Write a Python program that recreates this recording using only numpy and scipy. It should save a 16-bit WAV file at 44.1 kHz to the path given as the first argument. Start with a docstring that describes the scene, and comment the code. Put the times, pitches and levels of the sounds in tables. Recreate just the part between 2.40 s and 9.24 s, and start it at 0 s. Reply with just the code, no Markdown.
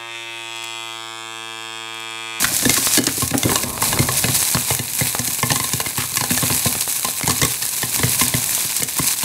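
"""Popcorn pops in hot oil in a frying pan under a glass lid, close to the microphone in a small kitchen.
For the first two seconds the pan is moved over the burner: it bumps and scrapes on its support,
loose kernels rattle and the corn shuffles. All along, the oil sizzles (noise shaped by random bubbles)
and spits (pitched ticks), and kernels pop: each cracks (torn noise), rings the pan and lid (damped modes),
then thumps the air under the lid (a gliding low push). Hard kernels tap the glass; puffed corn slides."""
import sys
import numpy as np
from scipy import signal
from scipy.fft import rfft, irfft, next_fast_len
from scipy.io import wavfile
from scipy.ndimage import map_coordinates

SR = 44100
rng = np.random.default_rng(int(sys.argv[2]) if len(sys.argv) > 2 else 0)


def to_wav(sig):
    """Store sig (one row per channel, or 1-D mono) as 16-bit WAV at the path in sys.argv[1].

    Samples outside -1..1 are clipped; the rate is SR.
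    """
    pcm = np.clip(np.atleast_2d(sig), -1, 1) * 32767
    pcm = np.round(pcm).astype(np.int16)
    wavfile.write(sys.argv[1], SR, pcm.T)  # frames by channels


N = 301644
T = np.arange(SR // 4) / SR  # time within one burst, s


def amp(db):
    """Decibels to gain."""
    return 10 ** (np.asarray(db) / 20)


def unit(x):
    """Scale to rms 1."""
    return x / np.sqrt(np.mean(x ** 2) + 1e-20)


def crest(x):
    """Scale to peak 1."""
    return x / (np.abs(x).max() + 1e-20)


def punch(x, span_s):
    """Scale a burst to rms 1 over its first span_s seconds."""
    return x / np.sqrt(np.mean(x[:int(span_s * SR)] ** 2) + 1e-20)


def along(points, hz):
    """Interpolate (Hz, value) points on a log frequency axis."""
    f, v = np.transpose(points)
    return np.interp(np.log(hz + 1), np.log(f + 1), v)


def curve(rows):
    """Interpolate (s, value) rows to one value per sample."""
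    s, values = np.transpose(rows)
    return np.interp(np.arange(N) / SR, s, values)


def wobble(knots_hz):
    """A random curve of straight segments, knots_hz knots a second."""
    knots = rng.standard_normal(4096)
    return map_coordinates(knots, [np.arange(N) * knots_hz / SR], order=1, mode="wrap")


def coloured(x, spectrum, size=2048):
    """Causal (minimum-phase) filter with the gain of (Hz, dB) points."""
    gain = amp(along(spectrum, np.fft.rfftfreq(size, 1 / SR)))
    cepstrum = irfft(np.log(gain))
    cepstrum[1:size // 2] *= 2  # fold onto positive time
    cepstrum[size // 2 + 1:] = 0
    impulse = irfft(np.exp(rfft(cepstrum)))
    return signal.fftconvolve(x, impulse)[:len(x)]


def add(track, s, sound):
    """Mix a sound into the track at time s."""
    part = track[max(0, round(s * SR)):][:len(sound)]
    part += sound[:len(part)]


def fade(t60_s):
    """Exponential decay over one burst, 60 dB in t60_s."""
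    return np.exp(-np.log(1000) * T / t60_s)


def onset(rise_s):
    """A soft start with time constant rise_s."""
    return 1 - np.exp(-(T / rise_s) ** 2)


def burst(t60_s):
    """A dying puff of noise."""
    return rng.standard_normal(len(T)) * fade(t60_s)


def ring(modes, scatter_db, detune):
    """Sum of damped modes (Hz, dB, t60 s), each with random sign, strength and pitch."""
    out = np.zeros(len(T))
    for hz, db, t60_s in modes:
        gain = rng.choice([-1, 1]) * amp(db + scatter_db * rng.normal())
        mode_hz = hz * (1 + detune * rng.normal())
        out += gain * fade(t60_s) * np.sin(2 * np.pi * mode_hz * T)
    return out


def favoured(modes, hz, octave_db):
    """Weaken modes by octave_db for each octave away from hz."""
    return [(f, db - octave_db * abs(np.log2(f / hz)), t60_s) for f, db, t60_s in modes]


def flex(start_hz, end_hz, fall_s, t60_s):
    """Bending of a struck plate: its pitch drops within a few cycles as it dies."""
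    cycles = end_hz * T + (start_hz - end_hz) * fall_s * (1 - np.exp(-T / fall_s))
    return np.sin(2 * np.pi * cycles) * fade(t60_s)


def swing(cycles, lopsided):
    """A swing with sharp crests and round troughs, so that overtones glide along with it."""
    return (np.exp(lopsided * np.sin(2 * np.pi * cycles)) - np.i0(lopsided)) / np.sinh(lopsided)


def splitting(t60_s, reach_s):
    """A hull gives way at once, then tears in two weaker steps within reach_s."""
    steps = np.zeros(len(T))
    times = [0, *rng.uniform(0, reach_s, 2)]
    sizes = [1, *rng.uniform(0.2, 0.75, 2)]
    for s, size in zip(times, sizes):
        add(steps, s, size * burst(t60_s) * onset(rise_s=0.0002))
    return steps


def bubbles(rate_hz, spread_db, t60_s, hiss_db, snap=0):
    """Tiny noise bursts of uneven size over a smooth hiss, rms 1; snap is the click opening each burst."""
    starts = rng.random(N) < rate_hz / SR
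    sizes = starts * amp(spread_db * np.minimum(rng.exponential(size=N), 3.8))
    power = np.abs(signal.fftconvolve(sizes ** 2, fade(t60_s) ** 2)[:N])
    clicks = snap * unit(sizes * rng.choice([-1, 1], size=N))
    level = np.sqrt(power / power.mean() + amp(hiss_db) ** 2)
    return unit(clicks + rng.standard_normal(N) * level)


def kitchen(x):
    """The room's short answer: decaying noise that dies faster in the treble."""
    # Each row: frequency in Hz, t60 in s.
    decay = [(100, 0.36), (500, 0.45), (3000, 0.37), (14000, 0.038)]
    hz, t, z = signal.stft(rng.standard_normal(SR // 2), SR, nperseg=256)
    t60_s = along(decay, hz)[:, None]
    tail = signal.istft(z * np.exp(-np.log(1000) * t / t60_s), SR, nperseg=256)[1]
    delayed = np.pad(x, (SR // 200, 0))  # 5 ms
    return signal.fftconvolve(delayed, tail / np.linalg.norm(tail))[:N]


def sizzle(fizz_db, simmer_db, wash_db):
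    """Fine bubbles fizz brightly; the lid gives the larger ones a hollow colour; moving oil hisses lower."""
    # Strength of the boil. Each row: time in s, level in dB.
    boil_db = [(0.0, -23), (0.07, -25), (0.57, -21), (0.6, -31), (0.7, -28.5), (0.78, -22), (0.87, -25.5),
               (0.9, -30.5), (1.05, -26.5), (1.14, -22), (1.27, -27), (1.385, -28.5), (1.43, -20),
               (1.67, -25), (1.75, -20.5), (2.04, -19.5), (2.22, -24), (2.32, -18.5), (2.43, -27),
               (2.52, -25), (2.6, -18.5), (2.66, -20), (2.8, -23), (3.06, -23), (3.33, -22), (3.43, -26.5),
               (3.55, -26), (3.59, -20), (3.7, -26.5), (3.78, -20), (3.87, -23.5), (4.0, -18), (4.25, -20),
               (4.32, -22), (4.6, -20.5), (4.68, -23), (4.85, -24.5), (4.92, -21), (5.12, -23.5),
               (5.48, -23), (5.54, -21), (5.82, -16.5), (5.91, -22), (6.0, -21), (6.18, -20), (6.38, -21.5),
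               (6.47, -28), (6.57, -24.5), (6.64, -19), (6.83, -23)]
    # Oil washing over hot metal. Each row: time in s, dB relative to the boil before wash_db.
    slosh_db = [(0, 5), (.55, 7.5), (.7, 2.5), (1.22, -1.5), (1.28, -20), (1.45, -1), (2, -0.5),
                (2.5, -8.5), (6.84, -1)]
    # Spectra of fizz, simmer and wash. Each row: frequency in Hz, relative level in dB per Hz.
    fizz_spectrum = [(2000, -34), (4000, 1.5), (5400, -10.5), (6500, 0), (7100, -3), (7700, 2.5),
                     (8500, 0.5), (10050, 1.4), (11800, 0), (14000, -4), (16000, -8)]
    simmer_spectrum = [(300, -6.5), (620, -10.5), (950, -1), (1050, 0.5), (1280, -10), (1760, -1),
                       (1900, -5), (2400, 3), (3100, -5), (3950, 4.5), (5000, -0.5), (8000, -36)]
    wash_spectrum = [(300, -23), (900, -21), (1400, -11), (3000, -7.5), (5500, 0), (7500, 0), (10000, 0),
                     (16000, -12)]
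    shared = bubbles(rate_hz=450, spread_db=5.7, t60_s=0.006, hiss_db=-7, snap=0.17)
    fine = bubbles(rate_hz=1800, spread_db=9, t60_s=0.0035, hiss_db=2.5)
    coarse = bubbles(rate_hz=260, spread_db=3.5, t60_s=0.009, hiss_db=-12, snap=0.3)
    moving = bubbles(rate_hz=900, spread_db=5, t60_s=0.013, hiss_db=0)
    fizz = amp(fizz_db) * unit(coloured(0.61 * shared + fine, fizz_spectrum))
    simmer = amp(simmer_db) * unit(coloured(shared + 0.94 * coarse + 0.53 * fine, simmer_spectrum))
    wash = amp(curve(slosh_db) + wash_db) * unit(coloured(moving, wash_spectrum))
    # the boil surges and slackens several times a second, and flickers faster still
    surge_db = 0.9 * wobble(knots_hz=24)
    flicker_db = 1.83 * wobble(knots_hz=62)
    return amp(curve(boil_db) + surge_db + flicker_db) * (fizz + simmer + wash)


def spits(spit_db):
    """Water droplets burst in the oil with one sharp, pitched tick each."""
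    # Droplets that spit. Each row: start in s, peak in dB before spit_db.
    droplets = [(0.1654, -1), (0.6393, -4.5), (0.8772, -5), (0.9788, 0), (1.773, -1), (2.9333, -7),
                (4.2496, -3.5), (4.4092, -0.5), (5.29, -5), (5.881, -2.5), (6.149, -1), (6.365, -0.5),
                (6.4322, -1), (6.586, -3)]
    out = np.zeros(N)
    for s, db in droplets:
        hz = 8700 * np.exp(0.053 * rng.normal())
        spectrum = [(hz / 8, -20), (hz / 2, -9), (hz, 0), (hz * 2, -14)]
        tick = coloured(burst(t60_s=0.022) * onset(rise_s=0.00008), spectrum)
        add(out, s, amp(db + spit_db) * crest(tick))
    return out


def shuffle(pops, shuffle_db):
    """Puffed corn tumbles, moved by the pan and stirred by each pop, and the pan rubs on its support."""
    # Pan and corn shifting on the burner. Each row: time in s, level in dB before shuffle_db.
    shake_db = [(0, -30.5), (.2, -37), (.9, -44), (1.1, -33), (1.2, -43), (1.45, -33), (1.95, -32.5),
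                (2.1, -42.5), (5.3, -49), (5.8, -35.5), (6.2, -43), (6.84, -53)]
    # Each row: frequency in Hz, relative level in dB per Hz.
    rumble_spectrum = [(25, -37), (50, -6), (120, 9), (200, 0), (290, 0), (450, -19), (620, -1),
                       (1000, -9.5), (1400, -21), (4000, -26)]
    tumble_db, tumble_t60_s = -15, 0.24  # level relative to the pop's thump entry
    power = amp(curve(shake_db) + shuffle_db) ** 2
    for s, _, _, db, _ in pops:
        stir = amp(db + tumble_db) * onset(rise_s=0.0046) * fade(tumble_t60_s)
        add(power, s, stir ** 2)
    corn = bubbles(rate_hz=74, spread_db=9, t60_s=0.05, hiss_db=10.0)
    return np.sqrt(power) * unit(coloured(corn, rumble_spectrum))


def scrape(start_s, length_s, scrape_db):
    """The pan slides into place on its iron support with a soft, hollow rub."""
    stroke = np.sin(np.pi * np.clip((np.arange(N) / SR - start_s) / length_s, 0, 1))
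    rub = coloured(rng.standard_normal(N), [(200, 3), (780, -6), (1100, -1.0), (1900, -32)])
    return amp(scrape_db + 3.2 * wobble(knots_hz=32)) * stroke * unit(rub)


def knocks(swell_s, clank_t60_s):
    """The pan is set down on its iron support: the rim's clank rises first, then the support thuds."""
    # Each row: start in s, thud level in dB, rim pitch in Hz, clank level in dB.
    bumps = [(0.775, -29, 755, -54), (0.938, -31, 806, -22), (0.945, -17, 586, -37),
             (1.05, -15.5, 1010, -35), (1.064, -23, 610, -30), (1.115, -21, 926, -23.5)]
    # Modes of the support. Each row: frequency in Hz, relative level in dB, t60 in s.
    support = [(135, -1.5, 0.064), (224, 2, 0.037), (289, 2.5, 0.049), (402, -4, 0.059), (535, -10, 0.045)]
    out = np.zeros(N)
    span_s = 0.025
    for s, db, hz, clank_db in bumps:
        thud = ring(support, scatter_db=2, detune=0.03) * onset(swell_s)
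        spectrum = [(hz / 2, -16), (hz * 0.82, -6), (hz, 2), (hz * 1.07, -8), (hz * 3, -19), (hz * 12, -34)]
        rim = coloured(burst(clank_t60_s) * onset(rise_s=0.0017), spectrum)
        add(out, s, amp(db) * punch(thud, span_s) + amp(clank_db) * punch(rim, span_s))
    return out


def slides(attack_s, growth_db):
    """Brief rustles that grow, then stop: the first, at the very start, is a hand on the lid's knob damping its
    ring; the rest are the heap of puffed corn sliding and scratching along the pan."""
    # Each row: start in s, length in s, level in dB at the start.
    rustles = [(0.039, 0.015, -14), (0.35, 0.026, -22.5), (0.664, 0.032, -25), (3.569, 0.062, -28.5)]
    # Each row: frequency in Hz, relative level in dB per Hz.
    husk_spectrum = [(200, -1.5), (600, -21), (1050, 0), (1400, 1), (1800, 1.5), (2400, -1.5), (4500, -6.5),
                     (12000, -14)]
    level = np.zeros(N)
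    for s, length_s, db in rustles:
        growth = amp(db + growth_db * T / length_s)
        add(level, s, growth * onset(attack_s) * np.exp(-(T / length_s) ** 4))
    scratches = bubbles(rate_hz=510, spread_db=-7.5, t60_s=0.019, hiss_db=-18)
    return level * unit(coloured(scratches, husk_spectrum))


def taps():
    """Hard kernels hit the glass with one dry knock, hardly any ring; loose ones rattle early on."""
    # Kernels flung against the lid. Each row: start in s, level in dB.
    flung = [(0.471, -1), (1.378, -7.5), (1.575, -5), (1.628, -9), (2.028, -6), (2.171, -2), (2.7503, -2.5),
             (4.038, -7), (4.353, -7.5), (4.477, -10), (4.686, -10.5), (4.812, -7), (6.179, -10)]
    # Each row: frequency in Hz, relative level in dB per Hz.
    tap_spectrum = [(100, -3.5), (400, -3.5), (800, 3), (1400, -3), (3500, -1), (8000, -14), (16000, -53)]
    rattle_s = 1.7  # loose kernels rattle this long, while the pan is being moved
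    rattle_db, rattle_spread_db = -21, 7
    rattle = [(when * rattle_s, rattle_db + rattle_spread_db * (2 * size - 1))
              for when, size in rng.random(size=(16, 2))]
    out = np.zeros(N)
    for s, db in [*flung, *rattle]:
        contact = fade(t60_s=0.0008) + 0.3 * burst(t60_s=0.015)
        knock = flex(start_hz=1720, end_hz=334, fall_s=0.0013, t60_s=0.024)
        add(out, s, amp(db) * crest(crest(coloured(contact, tap_spectrum)) + 0.089 * knock))
    return out


def kernels():
    """The loud pops, and 14 faint ones deep in the heap at chance times."""
    # Each row: start in s, crack level in dB, leading pan mode in Hz, thump level in dB, spray level in dB,
    # the levels before the trims in cracks() and thumps().
    loud = [(0.023, -23, 1650, -33, -17), (0.223, -27, 1760, -31.5, -24), (0.253, -16.5, 1710, -19, -15),
            (0.294, -13.5, 2130, -29, -9), (0.373, -21, 1120, -29, -25), (0.573, -16, 1670, -22.5, -10),
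            (0.585, -19, 1720, -24, -16), (0.6675, -22.5, 1770, -24.5, -5.5), (0.821, -21, 1070, -24, -20),
            (0.909, -27, 1710, -28.5, -19), (1.032, -18.5, 2090, -31, -11.5),
            (1.093, -20.5, 2150, -27, -46), (1.157, -15.5, 1104, -53, -8), (1.234, -25.5, 1670, -29.5, -15),
            (1.423, -17, 895, -39, -25), (1.528, -18, 1060, -27.5, -15.5), (1.59, -18, 2140, -18, -17),
            (1.687, -17.5, 1106, -30, -21), (1.84, -16.5, 2550, -22, -16), (1.884, -22.5, 1110, -24.5, -19),
            (2.146, -17.5, 1070, -21.5, -14), (2.305, -18.5, 2100, -25.5, -45),
            (2.392, -23, 2030, -27.5, -16.5), (2.609, -19.5, 2020, -22.5, -26),
            (2.792, -25, 744, -27.5, -11), (2.875, -27, 2050, -34, -12), (3.029, -15, 1077, -24, -18),
            (3.103, -17.5, 1057, -24, -17), (3.117, -18, 836, -27, -7.5), (3.158, -20.5, 1060, -31.5, -14),
            (3.1995, -20, 1056, -34, -17), (3.242, -21.5, 1050, -38, -18), (3.334, -23.5, 1045, -26, -10.5),
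            (3.401, -20, 1034, -40, -16.5), (3.461, -22.5, 2060, -33.5, -24), (3.578, -23, 1100, -27, -24),
            (3.638, -28.5, 1030, -39, -27), (3.77, -19, 1080, -35, -8), (3.809, -19, 1020, -31, -16.5),
            (3.838, -20.5, 1020, -36, -15), (3.905, -21.5, 2070, -22.5, -18),
            (3.975, -20.5, 1785, -34, -14), (4.024, -22.5, 1100, -23.5, -24), (4.1, -22.5, 1035, -25, -42),
            (4.2565, -21.5, 725, -22, -25), (4.648, -18, 1030, -37.5, -13), (4.831, -23, 2120, -28, -18),
            (4.8765, -18.5, 800, -25, -10.5), (4.895, -18, 1145, -30.5, -11.5),
            (4.907, -21, 1110, -43, -12), (5.0158, -17, 1830, -22.5, -9), (5.0305, -16.5, 1100, -26, -11),
            (5.0495, -21.5, 1135, -52, -8), (5.225, -24.5, 1840, -43, -16), (5.43, -20, 1810, -30, -18),
            (5.592, -24, 1020, -30.5, -16), (5.632, -17.5, 2140, -18.5, -25),
            (5.812, -15.5, 1036, -25.5, -20), (5.939, -20, 2040, -22, -27), (6.421, -23, 1800, -33, -25),
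            (6.591, -21, 1040, -24.5, -40), (6.83, -25, 1040, -29.5, -26)]
    # As above without the start.
    faint = (-35, 1060, -38, -32)
    return [*loud, *[(s, *faint) for s in rng.random(size=14) * N / SR]]


def thumps(pops, thump_db, cavity_db, churn_db, lag_s, swell_s, push_s, octave_db):
    """The starch balloons just after the crack: a low push that sets the air under the lid ringing."""
    # Air under the lid and pan on its support. Each row: frequency in Hz, relative level in dB, t60 in s.
    cavity = [(80, -15.5, 0.3), (122.7, -5, 0.17), (180, -8, 0.11), (252, -3.5, 0.14), (340, -1, 0.042)]
    lifted_hz, resting_hz, touchdown_s = 245.3, 117.5, 0.75  # higher while the pan is lifted
    glide, glide_s = 1.333, 0.00414  # starts this share above its pitch, falls as the kernel swells
    out = np.zeros(N)
    span_s = 0.03
    for s, _, _, db, _ in pops:
        base_hz = lifted_hz if s < touchdown_s else resting_hz
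        hz = base_hz * np.exp(0.06 * rng.normal())
        cycles = hz * (T + glide * glide_s * (1 - np.exp(-T / glide_s)))
        push = swing(cycles, lopsided=1.08) * np.exp(-(T / push_s) ** 2) * onset(swell_s)
        churn_spectrum = [(hz / 4, -16), (hz, 0), (420, -5), (700, -14), (2000, -42)]
        churn = unit(coloured(rng.standard_normal(len(T)), churn_spectrum)) * fade(t60_s=0.08)
        # modes near the pitch of the push answer most
        air = ring(favoured(cavity, hz, octave_db), scatter_db=2, detune=0.02)
        thump = push + (amp(churn_db) * churn + amp(cavity_db) * air) * onset(swell_s / 2)
        add(out, s + lag_s, amp(db + thump_db) * punch(thump, span_s))
    return out


def cracks(pops, crack_db, ring_db, ping_db, spray_db, bite, octave_db, kick_db):
    """The hull splits, sprays steam and oil, and kicks the pan; one mode leads, set by where the kernel lies."""
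    # Ring of pan and lid. Each row: frequency in Hz, relative level in dB, t60 in s.
    pan = [(760, -24, 0.09), (870, 0.5, 0.019), (1047, -3.5, 0.1), (1736, 4, 0.04), (2060, 3, 0.037),
           (2550, -6, 0.025), (2900, 3, 0.042), (3650, 6, 0.025), (4230, 12.5, 0.013)]
    # Spectra of hull and spray. Each row: frequency in Hz, relative level in dB per Hz.
    hull_spectrum = [(100, -26.5), (450, 9.5), (950, -8), (1400, -4), (1900, 4), (4000, 1.5), (6000, -3.5),
                     (10000, -3), (16000, -19)]
    spray_spectrum = [(1000, -37), (3500, -1), (6500, 9.5), (8500, 5.5), (11500, -0.5), (16000, -8)]
    out = np.zeros(N)
    span_s = 0.015
    for s, db, ring_hz, _, mist_db in pops:
        tear = splitting(t60_s=0.014, reach_s=0.0032)
        hull = punch(coloured(tear, hull_spectrum), span_s)
        modes = ring(favoured(pan, ring_hz, octave_db), scatter_db=3.5, detune=0.014)
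        metal = punch(signal.fftconvolve(tear, modes)[:len(T)], span_s)
        ping = punch(np.sin(2 * np.pi * ring_hz * T) * fade(t60_s=0.04), span_s) * onset(rise_s=0.0015)
        kick_hz = 1300 * rng.uniform(0.702, 1.333)
        kick = punch(flex(start_hz=kick_hz, end_hz=379, fall_s=0.0026, t60_s=0.025), span_s)
        # a kernel buried under puffed corn throws little spray and sounds dull
        cover = [(1200, 0), (5000, bite * (mist_db - db))]
        struck = amp(ring_db) * metal + amp(ping_db) * ping + amp(kick_db) * kick
        body = punch(coloured(hull + struck, cover), span_s)
        spray = punch(coloured(splitting(t60_s=0.015, reach_s=0.003), spray_spectrum), span_s)
        add(out, s, amp(db + crack_db) * body + amp(mist_db + spray_db) * spray)
    return out


def scene():
    """The pan in its room; the room answers the pops and impacts, not the steady layers."""
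    pops = kernels()
    oil = sizzle(fizz_db=-1.0, simmer_db=-7.5, wash_db=-4.5)
    moving = shuffle(pops, shuffle_db=-0.5) + scrape(start_s=0.97, length_s=0.94, scrape_db=-32.0)
    sharp = spits(spit_db=-2.0) + slides(attack_s=0.0048, growth_db=6.5) + taps()
    sharp = sharp + cracks(pops, crack_db=-1, ring_db=1.5, ping_db=1, spray_db=-10.0,
                           bite=0.51, octave_db=5.5, kick_db=-5.5)
    low = knocks(swell_s=0.0042, clank_t60_s=0.053)
    low = low + thumps(pops, thump_db=2.5, cavity_db=-3.5, churn_db=-8, lag_s=0.00299,
                       swell_s=0.005, push_s=0.0155, octave_db=3.0)
    impacts = sharp + low
    return (impacts + amp(-13.5) * kitchen(impacts) + moving + oil)[None]


def record(dry):
    """The small microphone loses deep bass, rounds off the loudest peaks and keeps nothing above top_hz."""
    low_hz, top_hz = 45, 15700
    thin = signal.sosfilt(signal.butter(2, low_hz, "highpass", fs=SR, output="sos"), dry)
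    rounded = thin / (1 + np.abs(thin) ** 6) ** (1 / 6)
    size = next_fast_len(N + SR // 2)
    kept = np.fft.rfftfreq(size, 1 / SR) < top_hz
    return irfft(rfft(rounded, size) * kept, size)[:, :N]


dry = scene()
out = record(dry)
to_wav(out)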